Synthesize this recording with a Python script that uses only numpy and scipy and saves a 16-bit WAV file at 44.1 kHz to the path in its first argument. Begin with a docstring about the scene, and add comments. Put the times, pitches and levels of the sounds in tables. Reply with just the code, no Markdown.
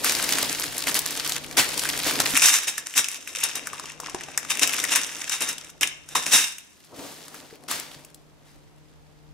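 """Quiet room, floor mat: hands shift plastic bags and handle a wrapped bundle of thin metal poles.
Film crackle is random snaps over fine noise; crushed handfuls swell it and creases pop as noise bursts.
Poles are clusters of resonances driven by the film while the bundle is held; dull noise is rubbing and loads,
damped sines are knocks. Behind lie a wavering three-tone hum, a deep rumble and coloured air noise.
A decaying noise tail adds the room."""
import sys
import numpy as np
from scipy import signal
from scipy.fft import rfft, irfft
from scipy.io import wavfile
from scipy.ndimage import uniform_filter1d

SR = 44100
rng = np.random.default_rng(int(sys.argv[2]) if len(sys.argv) > 2 else 0)


def materialize(psi):
    """Save the field psi as 16-bit PCM at rate SR to the path in sys.argv[1].

    A 1-D psi becomes a single channel; in a 2-D psi each row is a channel.
    """
    bounded = np.clip(np.atleast_2d(psi).T, -1, 1)
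    quanta = np.round(bounded * 32767).astype(np.int16)
    wavfile.write(sys.argv[1], SR, quanta)


N = 411453


def from_db(db):
    """Decibels to amplitude gain."""
    return 10 ** (np.asarray(db) / 20)


def rms_one(x):
    """Scale to rms 1."""
    return x / np.sqrt(np.mean(x ** 2) + 1e-20)


def in_time(rows):
    """Columns of a curve table, interpolated to one value a sample."""
    s, *columns = np.transpose(rows)
    t = np.arange(N) / SR
    return [np.interp(t, s, column) for column in columns]


def drift(rate_hz):
    """Slow random curve of rms 1: noise through a two-pole low-pass."""
    r = np.exp(-2 * np.pi * rate_hz / SR)
    noise = rng.standard_normal(N + SR)
    return rms_one(signal.lfilter([1], [1, -2 * r, r * r], noise)[SR:])   # first second: filter run-in


def stereo_noise(shared, own):
    """White noise, partly common to both channels."""
    noise = rng.standard_normal((2, N))
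    noise[1] = shared * noise[0] + own * noise[1]
    return noise


def colour(x, spectrum):
    """Causal (minimum-phase) filter that follows a spectrum table."""
    hz, db = np.transpose(spectrum)
    grid_hz = np.maximum(np.fft.rfftfreq(8192, 1 / SR), 1)
    log_gain = np.interp(np.log(grid_hz), np.log(hz), db) * np.log(10) / 20
    # fold the cepstrum onto positive time: minimum phase
    cepstrum = irfft(log_gain)
    cepstrum[1:4096] *= 2
    cepstrum[4097:] = 0
    response = irfft(np.exp(rfft(cepstrum)))
    return signal.fftconvolve(x, response[None, :4096], axes=1)[:, :N]


def resonance(x, hz, width_hz):
    """Two-pole peak with gain 1 on top."""
    r = np.exp(-np.pi * width_hz / SR)
    zeros = [(1 - r * r) / 2, 0, (r * r - 1) / 2]
    poles_hz = [1, -2 * r * np.cos(2 * np.pi * hz / SR), r * r]
    return signal.lfilter(zeros, poles_hz, x + 1e-18)


def band(x, low_hz, high_hz):
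    """Butterworth band-pass."""
    return signal.sosfilt(signal.butter(2, [low_hz, high_hz], "band", fs=SR, output="sos"), x)


def low_pass(x, order, hz):
    """Butterworth low-pass."""
    return signal.sosfilt(signal.butter(order, hz, fs=SR, output="sos"), x)


# machine tone and overtones: f/Hz, relative level/dB
HUM_TONES = [(153, -4), (306, -13.5), (459, -17)]
# background curve: t/s, nominal tone level/dB, rumble level/dB
HUM_CURVE = [(0, -56.5, -49), (1.0, -53, -50.5), (2.34, -45.5, -46.5), (2.57, -68.5, -62), (2.91, -73, -67),
             (3.95, -54.5, -55.5), (5.14, -62, -60), (6.26, -56.5, -56.5), (6.68, -80.5, -69.5),
             (6.91, -62.5, -65), (9.33, -53, -51.5)]
HUM_WAVER = 0.015   # pitch spread, rms share


def hum():
    """A machine tone with two overtones wavers in pitch and level over a deep, mostly antiphase rumble."""
    tone_db, rumble_db = in_time(HUM_CURVE)
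    turns = np.cumsum(1 + HUM_WAVER * drift(1.5)) / SR
    tone = sum(from_db(db + 1.8 * drift(5)) * np.sin(2 * np.pi * hz * turns) for hz, db in HUM_TONES)
    rumble = rms_one(band(stereo_noise(shared=-0.8, own=0.58), 28, 97))
    tone_sides = from_db([[2.5], [-2.5]]) * tone
    return np.sqrt(2) * from_db(tone_db) * tone_sides + from_db(rumble_db) * rumble


# air noise spectrum: f/Hz, relative level/dB per Hz
AIR_SPECTRUM = [(41, -45), (70, -3.5), (103, -13), (159, -4.5), (204, -5), (412, -8), (462, -17),
                (517, -10.5), (6300, -25.5), (14600, -35), (16000, -48.5)]
AIR_RMS_DB = -58.5


def air():
    """Steady coloured noise of the room, independent in each channel."""
    return from_db(AIR_RMS_DB) * rms_one(colour(rng.standard_normal((2, N)), AIR_SPECTRUM))


# handling between louder events: t/s, nominal steady crackle level/dB, dull rubbing level/dB
HANDLING_CURVE = [(0.0, -35, -40), (0.36, -25, -35), (0.72, -35.5, -45), (1.17, -31.5, -41.5),
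                  (1.4, -32.5, -46), (2.26, -28.5, -37.5), (2.49, -28, -47.5), (2.75, -44.5, -57.5),
                  (3.38, -33, -56.5), (3.59, -38.5, -49), (3.9, -38.5, -51), (4.44, -41.5, -50),
                  (4.73, -28, -42), (5.43, -39, -55.5), (5.59, -46, -55.5), (6.11, -45.5, -64),
                  (6.31, -35.5, -47.5), (6.42, -36.5, -62), (6.57, -57.5, -95), (6.91, -57.5, -69),
                  (7.09, -51, -58.5), (7.95, -47, -52.5), (8.16, -64.5, -62.5), (9.33, -69.5, -66.5)]


def handling():
    """Gains of steady crackle and rubbing as the hands move."""
    film_db, rub_db = in_time(HANDLING_CURVE)
    return from_db(film_db), from_db(rub_db)


# film spectrum: f/Hz, relative level/dB per Hz
FILM_SPECTRUM = [(290, -35), (500, -14), (933, 0), (1000, -3.5), (1060, -0.5), (1320, -1), (1690, 1),
                 (4400, 1), (7750, -0.5), (11800, -3), (16000, -8)]
SNAPS_PER_S = 900   # median
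SIZE_SPREAD_DB, CLUMP_DB = 2.5, 4.5


def crackle(spot_pan_db, ring_db, count=8):
    """Facets of film snap in clumps; each spot on the bag has its own place, delay and brief ring."""
    size_db = SIZE_SPREAD_DB * np.minimum(rng.exponential(1, N), 4.5) + CLUMP_DB * drift(52)
    sizes = from_db(size_db) * rng.choice([-1, 1], N)
    born = rng.random(N) < SNAPS_PER_S * from_db(3 * drift(15)) / SR
    spot = rng.integers(0, count, N)
    out = np.zeros((2, N))
    for k, hz in enumerate(np.geomspace(1300, 12500, count)):
        snaps = sizes * born * (spot == k)
        snaps = snaps + from_db(ring_db) * resonance(snaps, hz, 0.31 * hz)
        side_db = spot_pan_db * (-1) ** k
        delayed = np.roll(snaps, k % 3)   # 0-2 samples
        out += [from_db(side_db) * snaps, from_db(-side_db) * delayed]
    return rms_one(colour(out, FILM_SPECTRUM))


def fine_crackle():
    """Snaps too dense to tell apart: film-coloured noise, partly shared one sample apart."""
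    shared = rng.standard_normal(N)
    noise = rng.standard_normal((2, N)) + 1.4 * np.array([shared, np.roll(shared, 1)])
    return rms_one(colour(noise, FILM_SPECTRUM))


# rubbing spectrum: f/Hz, relative level/dB per Hz
RUB_SPECTRUM = [(55, -40.5), (90, -10), (150, -8), (230, -3.5), (275, 3), (320, -2.5), (550, -2.5),
                (750, -4.5), (1200, -11), (3000, -52.5)]


def rubbing():
    """Bags and loads drag and bump on the mat: lumpy dull noise."""
    noise = stereo_noise(shared=0.73, own=0.5)
    return rms_one(colour(noise, RUB_SPECTRUM) * from_db(2.0 * drift(17)))


# level of the film's treble: t/s, gain/dB
TREBLE_CURVE = [(0, 0.5), (2.25, -2.5), (2.4, 3.5), (3.3, 0), (4.2, -19), (4.5, -3), (6.1, -5), (6.4, 3.5),
                (6.9, -0.5), (9.33, -8)]


def film_treble(film):
    """Split at 3.5 kHz with one pole; the upper part follows the treble curve."""
    dull = low_pass(film, 1, 3500)
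    treble_db, = in_time(TREBLE_CURVE)
    return dull + from_db(treble_db) * (film - dull)


# where the hands work: t/s, left minus right level/dB
PLACE_CURVE = [(0.0, 1.5), (2.86, 0.5), (3.38, 2.5), (5.69, 1.5), (5.87, 0), (7.17, 1.5), (9.33, 2)]


def place(near):
    """Level difference between channels follows the hands."""
    pan_db, = in_time(PLACE_CURVE)
    return near * from_db([pan_db / 2, -pan_db / 2])


ROOM_T60_S, ROOM_DB = 0.48, -12.5


def room(x):
    """Diffuse reflections: a dying noise tail a side, whose treble dies first."""
    age = np.arange(SR // 2) / SR
    noise = rng.standard_normal((2, len(age))) * (age > .003)
    low = low_pass(noise, 2, 6000)
    low_tail = low * from_db(-60 * age / ROOM_T60_S)
    high_tail = (noise - low) * from_db(-60 * age / (0.26 * ROOM_T60_S))
    tail = low_tail + high_tail
    tail = tail / np.sqrt(np.sum(tail ** 2, axis=1, keepdims=True))
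    return from_db(ROOM_DB) * signal.fftconvolve(x, tail, axes=1)[:, :N]


# film crushed by the handful, loads dropped:
# t/s, rise/s (min .001), t60/s (min .02), nominal crackle level/dB, dull push level/dB
CRUNCH_EVENTS = [(0.029, 0.025, 0.46, -24, -49.5), (0.87, 0.0024, 0.14, -28, -40),
                 (.945, 0.015, 0.058, -24.5, -42), (1.566, .016, 0.14, -13.5, -29.5),
                 (2.039, 0.032, 0.2, -24, -39), (2.195, 0.0035, 0.025, -26.5, -43),
                 (2.416, 0.0077, 0.23, -20, -47), (2.455, 0.016, 0.18, -23, -75),
                 (2.515, 0.027, 0.12, -22.5, -56.5), (2.669, 0.0064, 0.094, -28.5, -41.5),
                 (2.775, 0.0012, 0.04, -38, -57), (2.952, 0.025, 0.098, -19, -43),
                 (3.274, .002, 0.14, -41.5, -69), (3.43, 0.0048, 0.09, -24, -51),
                 (3.549, 0.0059, 0.075, -32, -44.5), (4.498, 0.0034, 0.092, -24, -49),
                 (4.612, 0.011, 0.065, -18, -32.5), (4.904, 0.018, 0.031, -20, -47),
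                 (4.949, 0.0034, 0.092, -18.5, -69), (5.305, 0.017, 0.14, -25.5, -54),
                 (5.407, 0.0054, 0.19, -25, -41.5), (5.468, 0.02, .1, -28.5, -44),
                 (5.81, .004, 0.16, -23.5, -40.5), (6.07, .05, .1, -43, -55),
                 (6.15, .002, 0.18, -20.5, -35.5), (6.258, .004, 0.2, -33.5, -46.5),
                 (6.309, 0.028, 0.29, -15.5, -36.5), (6.875, 0.13, 0.41, -64, -42.5),
                 (6.93, 0.11, 1, -43, -53), (7.306, 0.06, 0.075, -50.5, -59),
                 (7.678, 0.034, 0.38, -26.5, -41), (8.45, 0.022, 0.47, -57, -75)]
CRUNCH_HOLD_S = 0.016


def crunches():
    """Gains for crackle and push: a rise, a plateau, a decay."""
    out = np.zeros((2, N))
    age = np.arange(SR // 2) / SR
    for s, rise_s, t60_s, crackle_db, push_db in CRUNCH_EVENTS:
        i = round(s * SR)
        rise = np.minimum(age / max(rise_s, .001), 1)
        fall_age = np.maximum(age - rise_s - CRUNCH_HOLD_S, 0)
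        shape = rise * from_db(-60 * fall_age / max(t60_s, .02))
        out[:, i:i + len(age)] += from_db([[crackle_db], [push_db]]) * shape
    return out


# creases that pop, poles that tick, before treble and wrap filters:
# t/s, crack peak level/dB, ring peak level/dB, ring f/Hz
POP_EVENTS = [(0.0442, -8, -14, 1600), (0.0947, -10, -14, 2210), (0.121, -11, -21, 1550),
              (0.2905, -10, -13, 2394), (0.3062, -15, -23, 2555), (0.597, -13, -25, 964),
              (0.6387, -18, -21, 2710), (0.7805, -9, -31, 2840), (0.8702, -19, -12, 2050),
              (0.9432, -6.5, -27, 2810), (0.9904, -3, -40, 2273), (1.1069, -14.5, -29, 2510),
              (1.275, -12, -31, 2430), (1.2943, -11.5, -35, 2650), (1.3205, -8, -23, 860),
              (1.511, -24.5, -24, 2090), (1.5708, -8, -9, 2000), (1.777, -7.5, -24, 1050),
              (1.7936, -8.5, -17.5, 2700), (1.8528, -21, -14.5, 1760), (1.9645, -13, -35, 2115),
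              (2.2009, -3, -8.5, 1390), (2.2717, -21, -28.5, 1587), (2.3535, -19, -10.5, 2360),
              (2.373, -2.5, -8.5, 2010), (2.4202, -9, -10.5, 2420), (2.6811, -15, -15.5, 2825),
              (2.7796, -15, -15.5, 1680), (2.9385, -27, -21, 2700), (2.9773, -4.5, -9.5, 2210),
              (3.0432, -14, -19, 2690), (3.085, -15, -21, 2830), (3.274, -23, -20, 2260),
              (3.3498, -20.5, -19.5, 2830), (3.4372, -4, -41, 2810), (3.512, -25, -21, 2900),
              (3.555, -8, -27, 2470), (3.6702, -9, -18.5, 1460), (3.7312, -19.5, -21.5, 1060),
              (3.7962, -13, -21.5, 1080), (3.8563, -17, -32, 2610), (3.9185, -23, -35, 1090),
              (4.0008, -11.5, -22.5, 1030), (4.034, -26, -45, 1030), (4.0966, -17, -25, 2700),
              (4.146, -11.5, -14.5, 818), (4.2085, -21, -21, 1900), (4.2353, -16.5, -41.5, 1820),
              (4.3754, 1.5, -11.5, 1810), (4.504, -9, -10.5, 2650), (4.5715, -12.5, -14, 3040),
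              (4.5938, -8, -15, 2900), (4.6314, 0, -16, 2920), (4.6738, -5, -16, 2930),
              (4.6932, -16, -11, 2750), (4.732, -9, -37, 2030), (4.8, -9.5, -24, 2230),
              (4.839, -3.5, -11.5, 1870), (4.9192, -26, -12, 3000), (4.9587, -2, -8, 2040),
              (5.039, -22, -41, 1990), (5.2107, -30, -38, 1160), (5.2951, -6.5, -37, 1960),
              (5.3198, -12, -21, 1800), (5.406, -13, -27, 2800), (5.42, -8.5, -14, 2730),
              (5.4888, -10, -35, 2730), (5.5812, -17, -41, 2585), (5.7002, -27, -51, 2230),
              (5.8098, -8, -17, 2820), (5.8309, -4, -1, 2500), (5.8731, -7.5, -30.5, 2730),
              (6.0883, -23, -33.5, 1520), (6.1534, -15, -8, 1060), (6.2637, -14, -16, 2700),
              (6.3245, -11, -20, 2707), (6.5828, -27.5, -30, 2650), (7.2812, -27.5, -33, 1590),
              (7.3436, -29, -26.5, 1510), (7.6848, -20, -26, 1320), (7.7124, -9, -22, 1140),
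              (7.7972, -13, -25, 2710), (8.0476, -26.5, -41, 2930), (8.1446, -29, -60, 939)]
POP_T60_S, POP_RISE_S = 0.013, 0.00092


def pops():
    """A quick crack of treble noise, of its own colour each time, and a brief ring at the pitch of the fold."""
    out = np.zeros((2, N))
    spray = stereo_noise(shared=0.67, own=0.5)
    tints = rng.uniform(0, 1, len(POP_EVENTS))
    for (s, crack_db, ring_db, hz), tint in zip(POP_EVENTS, tints):
        i = round(s * SR)
        age = np.arange(min(SR // 8, N - i)) / SR
        shape = from_db(-60 * age / POP_T60_S) * np.minimum(age / POP_RISE_S, 1)
        tail = from_db(-17.5 - 60 * age / (7.8 * POP_T60_S))   # the film settles
        burst = (shape + tail) * spray[:, i:i + len(age)]
        crack = band(burst, 2200 + 2500 * tint, 10000 + 5000 * tint)
        ring = resonance(burst, hz, 0.3 * hz)
        out[:, i:i + len(age)] += from_db(crack_db) * crack / np.abs(crack).max()
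        out[:, i:i + len(age)] += from_db(ring_db) * ring / np.abs(ring).max()
    return out


# hands hold still: from t/s, to t/s
PAUSE_SPANS = [(1.37, 1.61), (2.81, 2.86), (3.17, 3.35), (3.93, 4.02), (5.70, 5.81), (5.93, 6.22),
               (7.56, 7.68)]
PAUSE_DB, SETTLE_S = -11.5, 0.02


def pauses():
    """Gain of the steady crackle: sinks while the hands rest, returns at once."""
    t = np.arange(N) / SR
    depth = sum(np.clip((t - start) / SETTLE_S, 0, 1) * (t < end) for start, end in PAUSE_SPANS)
    return from_db(PAUSE_DB * depth)


# knocks on the mat and in the hand: t/s, starting level/dB, f/Hz
KNOCK_EVENTS = [(2.339, -24.5, 272), (3.374, -37, 516), (3.842, -29, 1150), (4.0, -26, 1020),
                (4.034, -28.5, 1040), (4.085, -26, 1060), (4.146, -24, 368), (4.285, -30.5, 786),
                (6.99, -33, 273), (7.389, -46, 273), (7.527, -35.5, 444), (7.963, -42, 147.7)]


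def knocks():
    """A soft blow: a damped low ring, down 60 dB in 22 cycles."""
    out = np.zeros(N)
    age = np.arange(SR // 8) / SR
    for s, db, hz in KNOCK_EVENTS:
        i = round(s * SR)
        out[i:i + len(age)] += from_db(db - 60 * age * hz / 22.0) * np.sin(2 * np.pi * hz * age)
    return out


# bundle lifted, then lying still again: from t/s, to t/s
HELD_SPAN = (2.34, 6.75)


def bundle_held():
    """1 while the bundle is in hand, else 0; edges smoothed over 50 ms."""
    t = np.arange(N) / SR
    inside = np.abs(t - np.mean(HELD_SPAN)) < np.ptp(HELD_SPAN) / 2
    return uniform_filter1d(1. * inside, size=SR // 20)


# tight film round the poles: f/Hz, gain/dB
WRAP_SPECTRUM = [(500, -4), (1200, -1), (2800, 1), (4450, -7), (5600, 4), (9000, 0), (12000, -3),
                 (16000, -7)]


def wrapped(film, held):
    """Film takes the colour of the tight wrap while the bundle is held."""
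    return (1 - held) * film + held * colour(film, WRAP_SPECTRUM)


# how freely the poles ring in the grip: t/s, drive gain/dB
GRIP_CURVE = [(2.34, -3), (3.2, 2), (4.3, -2.5), (5.7, -1), (6.25, 0.5), (6.6, 5)]
POLE_CRUSH_DB, POLE_FILM_DB = -5.5, -9   # drive from crushing, from all film sound


def pole_drive(crush, film, held):
    """Crushing rattles the poles together; all film sound stirs them too."""
    loose_db, = in_time(GRIP_CURVE)
    return held * from_db(loose_db) * (from_db(POLE_CRUSH_DB) * crush + from_db(POLE_FILM_DB) * film)


# pole resonances: f/Hz, cluster width scale/Hz, drive level/dB
POLE_MODES = [(1060, 36, -17), (1760, 80, -16.5), (2673, 130, -4), (3687, 130, 4.5), (5350, 410, -11),
              (6130, 150, -18.5), (7330, 130, -6.5), (7990, 60, -8), (8850, 200, 4), (10380, 220, -0.5),
              (12000, 120, -9.5), (13900, 150, -17)]
SHIFT_DB, SHIFT_HZ = 5, 4   # rms swing and rate of the drive to each mode


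def poles(x):
    """Several alike poles: each resonance is a cluster of close modes, struck more or less as the bundle shifts."""
    out = np.zeros_like(x)
    shifting = from_db(SHIFT_DB * drift(SHIFT_HZ))
    for hz, width_hz, db in POLE_MODES:
        for offset in (-.7, -0.12, 0.41, 0.74, .75):
            drive = from_db(db) * np.roll(shifting, rng.integers(N)) * x
            out += resonance(drive, hz + offset * width_hz, 26)
    return out


def scene():
    """Film, poles, mat, room and hum."""
    film_gain, rub_gain = handling()
    crushed, pushed = crunches()
    fine = fine_crackle()
    snaps = crackle(spot_pan_db=3.0, ring_db=13.0)
    steady = film_gain * pauses() * (1.076 * snaps + 0.64 * fine)
    crush = crushed * (1.01 * fine + 0.24 * snaps)
    film = film_treble(steady + crush + pops())
    held = bundle_held()
    film = wrapped(film, held)
    metal = poles(pole_drive(crush, film, held))
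    mat = (rub_gain + pushed) * rubbing()
    near = place(film + metal + mat + knocks())
    return near + room(near) + air() + hum()


CUTOFF_HZ = 15750


def record(dry):
    """Clip at full scale, then cut the top with a steep elliptic low-pass."""
    top_cut = signal.ellip(12, .5, 85, CUTOFF_HZ, fs=SR, output="sos")
    return signal.sosfilt(top_cut, np.clip(dry, -1, 1))


dry = scene()
out = record(dry)
materialize(out)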